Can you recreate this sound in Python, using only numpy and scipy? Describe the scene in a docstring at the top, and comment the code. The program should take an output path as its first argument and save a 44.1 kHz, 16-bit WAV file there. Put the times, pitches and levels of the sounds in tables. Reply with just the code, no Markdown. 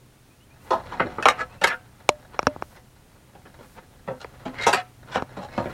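"""Outdoors, a hand-held microphone close to a steel truck bumper, where hand tools work at a fastener.
A far songbird opens, over low rumble, hum and the recorder's hiss. From 0.7 s a tool knocks, chatters
and scrapes on the bumper, which rings briefly; light handling rub runs underneath. From 2.1 to 2.6 s
dry plastic clicks snap right at the microphone. Faint taps follow, then from 4 s a second bout of
knocks and scrapes with two more clicks, and the hum comes up near the end."""
import sys
import numpy as np
from scipy import signal
from scipy.fft import rfft, irfft
from scipy.io import wavfile
from scipy.ndimage import uniform_filter1d

SR = 44100
rng = np.random.default_rng(int(sys.argv[2]) if len(sys.argv) > 2 else 0)


def unload_audio(sound):
    """Save the sound as a 16-bit wav file, at the path given as the first command line argument."""
    columns = np.transpose(np.atleast_2d(sound))
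    # keep every value between -1 and 1, then stretch to whole-number steps
    steps = np.round(np.clip(columns, -1, 1) * 32767)
    wavfile.write(sys.argv[1], SR, steps.astype(np.int16))


N = 252683

# open air and hiss: (frequency [Hz], relative spectral density [dB])
AIR_SPECTRUM = [(20, -8), (60, -6), (130, -1.5), (250, -5.5), (500, -12), (1000, -17.5), (2500, -21),
                (5000, -25), (10000, -27), (15500, -30.5)]
# low hum: (time [s], level before trim [dB])
HUM_LEVELS = [(0, -59.5), (4.3, -64.5), (4.7, -49), (5.73, -54)]
# far bird: (time [s], level before trim [dB], starting pitch [Hz])
BIRD_WHISTLES = [(0.283, -68, 2270), (.39, -65, 2720), (.49, -64, 2280), (.59, -67, 2530),
                 (1.489, -56, 2390), (1.566, -57, 2480)]
# how hard the hand works, heard as rubbing: (time [s], level before trim [dB])
HAND_EFFORT = [(0.0, -66), (0.38, -68.5), (0.73, -48), (0.88, -39.5), (1.18, -38), (1.82, -58), (2.55, -48),
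               (2.87, -63), (3.33, -60.5), (3.54, -54), (3.99, -56.5), (4.52, -46.5), (4.63, -34.5),
               (4.69, -55), (4.82, -70), (5.09, -45), (5.25, -50), (5.73, -40)]
# the registers thud, body, clang and edge: (low [Hz], high [Hz])
REGISTER_BANDS = [(70, 350), (350, 1150), (1150, 2800), (2800, 15000)]
# modes of the plastic housing: (frequency [Hz], relative level [dB], t60 [s])
HOUSING_MODES = [(273.5, -18.5, 0.079), (463, -8, 0.024), (870, 14.5, 0.0041), (948, -2, 0.031),
                 (1260, -7.5, 0.012), (1730, 2, 0.0075), (2250, -2.5, 0.0091), (2910, -16, 0.012),
                 (3400, -10.5, 0.0072), (4105, -7, 0.017), (4770, -3, 0.011), (5580, 0.5, 0.016),
                 (6750, -5.5, 0.0086), (10900, -19, 0.0097)]
# modes of bumper and bracket: (frequency [Hz], relative level [dB], undamped t60 [s])
BUMPER_MODES = [(119, -10, 0.145), (182, 1.5, 0.13), (255.5, -0.5, 0.28), (400, -12, 0.13),
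                (475, -6.5, 0.014), (506, -3, 0.29), (582, 5, 0.086), (657, 3.5, 0.075), (733.6, -3, 0.55),
                (812.4, 11, 0.033), (937, 1, 0.13), (1053, -11, 0.33), (1280, -2.5, 0.19), (1335, -9, 0.32),
                (1448, 13.5, 0.022), (1550, -5, 0.31), (1638, -1.5, 0.081), (1682, 10.5, 0.064),
                (1775, -7.5, 0.16), (1818, 9.5, 0.039), (2032, 9, 0.028), (2090, -3, 0.11),
                (2500, -16, 0.12), (2695, -31, 0.063), (3400, -3, 0.073), (3800, 7, 0.049),
                (4180, 11, 0.024), (5520, -2.5, 0.18), (7300, -4, 0.12)]
# plastic clicks at the microphone: (time [s], body level [dB], thud [dB re body], clang [dB re body],
# edge [dB re body], relative after-ring [dB])
PLASTIC_CLICKS = [(2.0909, -12.5, -19.5, -8.5, -6.5, -9.5), (2.3916, -21, -21, -3, -14, -20),
                  (2.429, -38.5, 1, -1.5, -10, -32), (2.4689, -18, -3.5, 0.5, -10, -11.5),
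                  (2.562, -36, -4, -19, -35, -26), (2.623, -29, -9.5, -4.5, -22, -19),
                  (4.245, -35.5, -17, -4.5, -23, -30), (5.2225, -28.5, -3, -11.5, -22, -19)]
# strokes of metal on metal: (time of hardest press [s], length [s], body level [dB],
# clang [dB re body], edge [dB re body], note of the spot [Hz])
TOOL_SCRAPES = [(1.408, 0.064, -37, 7.5, -12, 1304), (1.698, .056, -45, 15.5, -4, 1730),
                (1.725, 0.051, -40, 9, -18, 1417), (2.769, 0.065, -56.5, -1.5, -8, 2000),
                (3.774, 0.045, -56.5, -1.5, -17, 1087), (4.216, 0.045, -48.5, -1.5, -1, 1424),
                (4.645, 0.2, -47, 14.5, -2, 2107), (4.63, 0.053, -51, -3, 15.5, 3830),
                (4.779, .085, -32, -3.5, -13.5, 730), (5.15, 0.094, -41.5, 2.5, -4, 993),
                (5.44, 0.08, -40.5, -14.5, -14.5, 841), (5.558, 0.13, -48.5, -4, -7.5, 2190)]
# blows on the bumper: (time [s], body level [dB], thud [dB re body], clang [dB re body],
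# edge [dB re body], rise [s], note of the spot [Hz])
TOOL_KNOCKS = [(0.7058, -18.5, -42, -20.5, -21, .0012, 1017), (0.7312, -30, -11, -20, -24, 0.0011, 1020),
               (0.9212, -34, -28, -12.5, -20.5, 0, 974), (0.997, -23, -6.5, 1, -27.5, 0.0038, 1482),
               (1.0502, -39, 6.5, -17, -31.5, 0, 584), (1.1827, -30.5, -8.5, -6.5, -41, .002, 1310),
               (1.2253, -40, -12, 10.5, -2, 0.00024, 2590), (1.2552, -13, -27, -6, -16, 0, 1346),
               (1.2853, -22.5, -21, 6.5, -5, 0, 1196), (1.6133, -28, -14, -4.5, -13.5, 0.0037, 1750),
               (1.638, -21, -28, 5, -4.5, 0.0027, 1600), (1.6712, -34, -11.5, 6.5, 1, 0.0012, 1750),
               (3.351, -48.5, -6, -12, -22, 0, 814), (3.4527, -54, 1, 2, -15, 0.0018, 1097),
               (3.5889, -48, -9, -13, -16, 0.0011, 510), (4.0752, -30, -6, -12, -27, 0.0024, 528),
               (4.4526, -33.5, -0.5, -10.5, -18.5, 0.0056, 838.5),
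               (4.666, -14.5, -19, -13.5, -11, 0.0015, 842), (4.7238, -22.5, -25, 1, -4.5, 0.019, 740),
               (5.1529, -22.5, -12, -9, -20, 0.0041, 515), (5.3676, -36.5, -2.5, -14.5, -17.5, 0.0032, 837),
               (5.5777, -25, -2, -15.5, -22.5, 0, 660), (5.6566, -32, -3.5, -11, -26, 0, 647)]


def undb(db):
    """Decibels to gain."""
    return 10 ** (np.asarray(db) / 20)


def unit(x):
    """Scale to rms 1."""
    return x / np.sqrt(np.mean(x ** 2) + 1e-20)


def clock(length):
    """Sample times over a length in seconds."""
    return np.arange(int(length * SR)) / SR


def decay(t, t60):
    """Envelope that falls 60 dB in t60 seconds."""
    return np.exp(-np.log(1000) * t / t60)


def curve(rows):
    """Join (time, value) rows by straight lines."""
    return np.interp(np.arange(N) / SR, *np.transpose(rows))


def band(x, low_hz, high_hz, order=2):
    """Butterworth band-pass."""
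    return signal.sosfilt(signal.butter(order, [low_hz, high_hz], "band", fs=SR, output="sos"), x)


def soften(x, hz, order=1):
    """Butterworth low-pass."""
    return signal.sosfilt(signal.butter(order, min(hz, SR / 2 - 1), fs=SR, output="sos"), x)


def add(out, start_s, x):
    """Mix x into out from start_s on."""
    i = int(start_s * SR)
    out[i:i + len(x)] += x[:N - i]


def wander(rate_hz):
    """Smooth random drift, rms 1."""
    hold = int(SR / rate_hz)
    steps = np.repeat(rng.standard_normal(N // hold + 1), hold)
    return unit(uniform_filter1d(steps, hold)[:N])


def contacts(n, per_s, spread_db):
    """Sparse tiny impacts of uneven size, rms 1."""
    impacts = (rng.random(n) < per_s / SR) * rng.choice([-1, 1], n)
    sizes = undb(spread_db * np.clip(rng.standard_normal(n), -2, 2))
    return unit(impacts * sizes)


def ring(modes, t):
    """Impulse response of a table of modes; neighbours swing in opposite senses."""
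    return sum((-1) ** k * undb(db) * decay(t, t60) * np.sin(2 * np.pi * hz * t)
               for k, (hz, db, t60) in enumerate(modes))


def struck_at(modes, scatter_db):
    """Each contact lands on a new spot and favours other modes."""
    return [(hz, db + scatter_db * rng.standard_normal(), t60) for hz, db, t60 in modes]


def voiced(x, span_s, body_db, thud_db, clang_db, edge_db):
    """A contact's spot and hardness set each register's level, taken over the first span_s."""
    out = 0
    for (low_hz, high_hz), db in zip(REGISTER_BANDS, (thud_db, 0, clang_db, edge_db)):
        part = band(x, low_hz, high_hz, order=4)
        opening_rms = np.sqrt(np.mean(part[:int(span_s * SR)] ** 2))
        out = out + part * undb(body_db + db) / opening_rms
    return out


def air(level_db=-55.5):
    """Open air and steady hiss at the microphone, strongest in the lows."""
    hz, db = np.transpose(AIR_SPECTRUM)
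    log_hz = np.log(np.fft.rfftfreq(N, 1 / SR) + 1)
    colour = undb(np.interp(log_hz, np.log(hz), db))
    noise = irfft(rfft(rng.standard_normal(N)) * colour, N)
    return unit(noise) * undb(level_db + 0.5 * wander(5.25))


def rumble(usual_db=-52.5, usual_effort_db=-51, db_per_effort_db=0.52):
    """Low rumble that follows the effort of the hand."""
    level_db = usual_db + db_per_effort_db * (curve(HAND_EFFORT) - usual_effort_db)
    return unit(band(rng.standard_normal(N), 26.8, 133)) * undb(level_db)


def hum(hz=124.6, trim_db=0.5):
    """A low hum, wavering in pitch and level."""
    tone = np.sin(2 * np.pi * hz * np.arange(N) / SR + 0.7 * wander(13))
    return unit(tone) * undb(curve(HUM_LEVELS) + trim_db + 2 * wander(4.4))


def whine(hz=9518, level_db=-77):
    """A thin electronic whine, barely above the hiss."""
    tone = np.sin(2 * np.pi * hz * np.arange(N) / SR + 0.9 * wander(60))
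    return unit(tone) * undb(level_db)


def hiss_swells(first_s=0.61, every_s=1, length_s=0.155, level_db=-62.5):
    """A faint extra hiss comes and goes at a steady pace."""
    gate = (np.arange(N) / SR - first_s) % every_s < length_s
    hiss = unit(band(rng.standard_normal(N), 2000, 15000, order=1))
    return hiss * soften(1.0 * gate, 28) * undb(level_db)


def far_bird(slur_ratio=1.17, length_s=0.07, trim_db=-4):
    """A songbird far from the microphone: short upward slurs that waver in level."""
    out, t = np.zeros(N), clock(length_s)
    for start_s, db, hz in BIRD_WHISTLES:
        phase = 2 * np.pi * np.cumsum(np.linspace(hz, hz * slur_ratio, len(t))) / SR
        add(out, start_s, undb(db) * unit(np.sin(phase) * np.sin(np.pi * t / length_s)))
    return out * undb(trim_db + 3 * wander(94))


def handling_rub(steel_db=-2, tap_db=2, trim_db=-1):
    """Hand and tool rub close by: a dull, uneven rustle that stirs the steel, with stray light taps."""
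    friction = contacts(N, per_s=3000, spread_db=5) * undb(4.5 * wander(45))
    rustle = unit(band(friction, 260, 1253, order=1))
    taps = undb(tap_db) * contacts(N, per_s=22, spread_db=4)
    steel = unit(signal.fftconvolve(unit(friction) + taps, ring(BUMPER_MODES, clock(0.3)))[:N])
    rub = unit(soften(rustle + undb(steel_db) * steel, 1540))
    return rub * undb(curve(HAND_EFFORT) + trim_db)


def plastic_clicks(crack_db=-8, crack_t60=0.037, ring_hz=598, ring_t60=0.18):
    """Dry snaps in the plastic housing, right at the microphone; one low mode rings on."""
    out, t = np.zeros(N), clock(0.2)
    for start_s, body_db, thud_db, clang_db, edge_db, ring_db in PLASTIC_CLICKS:
        crack = soften(rng.standard_normal(len(t)), 4300, order=2) * decay(t, crack_t60)
        housing = ring(struck_at(HOUSING_MODES, scatter_db=5.5), t)
        after_ring = ring([(ring_hz, ring_db, ring_t60)], t)
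        snap = housing + after_ring + undb(crack_db) * crack
        add(out, start_s, voiced(snap, 0.011, body_db + 0, thud_db, clang_db, edge_db))
    return out


def bumper(note_hz, note_db, note_t60, dense_db, dense_t60, cavity_db, cavity_t60):
    """The steel's response at one spot: main modes, the spot's note, dense modes, the cavity behind."""
    t = clock(0.35)
    dense = unit(soften(rng.standard_normal(len(t)) * decay(t, dense_t60), 3400))
    cavity = unit(band(rng.standard_normal(len(t)) * decay(t, cavity_t60), 140, 2400))
    note = unit(ring([(note_hz, 0, note_t60)], t))
    damping = decay(t, t60=0.57)  # the tool stays in contact
    modes = unit(soften(damping * ring(struck_at(BUMPER_MODES, scatter_db=4), t), 4500))
    return modes + undb(note_db) * note + undb(dense_db) * dense + undb(cavity_db) * cavity


def tool_scrapes():
    """Close by, metal catches and slips on the bumper in tiny jerks, pressed harder and then let go."""
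    out, t = np.zeros(N), clock(0.45)
    thud_db = -16  # re body: sliding hardly shakes the bumper
    for hardest_s, length_s, body_db, clang_db, edge_db, note_hz in TOOL_SCRAPES:
        pressure = np.interp(t, [0, length_s / 2, length_s], [0, 1, 0])
        force = pressure * contacts(len(t), per_s=1100, spread_db=5.5)
        steel = bumper(note_hz, note_db=-1, note_t60=0.08, dense_db=-1, dense_t60=0.036,
                       cavity_db=-19, cavity_t60=0.31)
        scrape = soften(signal.fftconvolve(force, steel)[:len(t)], 5600, order=2)
        add(out, hardest_s - length_s / 2, voiced(scrape, length_s, body_db, thud_db, clang_db, edge_db))
    return out


def tool_knocks(first_contact_db=22, glancing_s=0.0027):
    """Close by, the tool strikes the bumper once, then chatters loosely to rest on the ringing steel."""
    out, t = np.zeros(N), clock(0.45)
    for start_s, body_db, thud_db, clang_db, edge_db, rise_s, note_hz in TOOL_KNOCKS:
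        chatter_t60 = 0.09 * 2 ** (-clang_db / 17.5)  # longer where the steel clangs less
        attack = np.minimum((t + 1 / SR) / (rise_s + 1 / SR), 1)
        force = contacts(len(t), per_s=1300, spread_db=4.5) * attack * decay(t, chatter_t60)
        # a glancing blow rises slowly and has no sharp first contact
        force[0] += undb(first_contact_db) * np.exp(-rise_s / glancing_s)
        steel = bumper(note_hz, note_db=-3, note_t60=0.058, dense_db=2, dense_t60=0.019,
                       cavity_db=-12, cavity_t60=0.24)
        cutoff_hz = 11000 * undb(0.35 * edge_db)  # harder blows reach higher
        knock = soften(signal.fftconvolve(force, steel)[:len(t)], cutoff_hz, order=2)
        add(out, start_s, voiced(knock, 0.024, body_db, thud_db, clang_db, edge_db))
    return out


def scene():
    """The close work and the background behind it, at one microphone."""
    close = tool_knocks() + tool_scrapes() + plastic_clicks() + handling_rub()
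    background = far_bird() + air() + rumble() + hum() + whine() + hiss_swells()
    return (close + background)[None]


def record(dry, top_hz=15900):
    """The recorder overloads on any peak past full scale and cuts the highest treble."""
    top_cut = signal.ellip(8, 0.2, 70, top_hz, fs=SR, output="sos")
    return signal.sosfilt(top_cut, np.clip(dry, -1, 1))


dry = scene()
out = record(dry)
unload_audio(out)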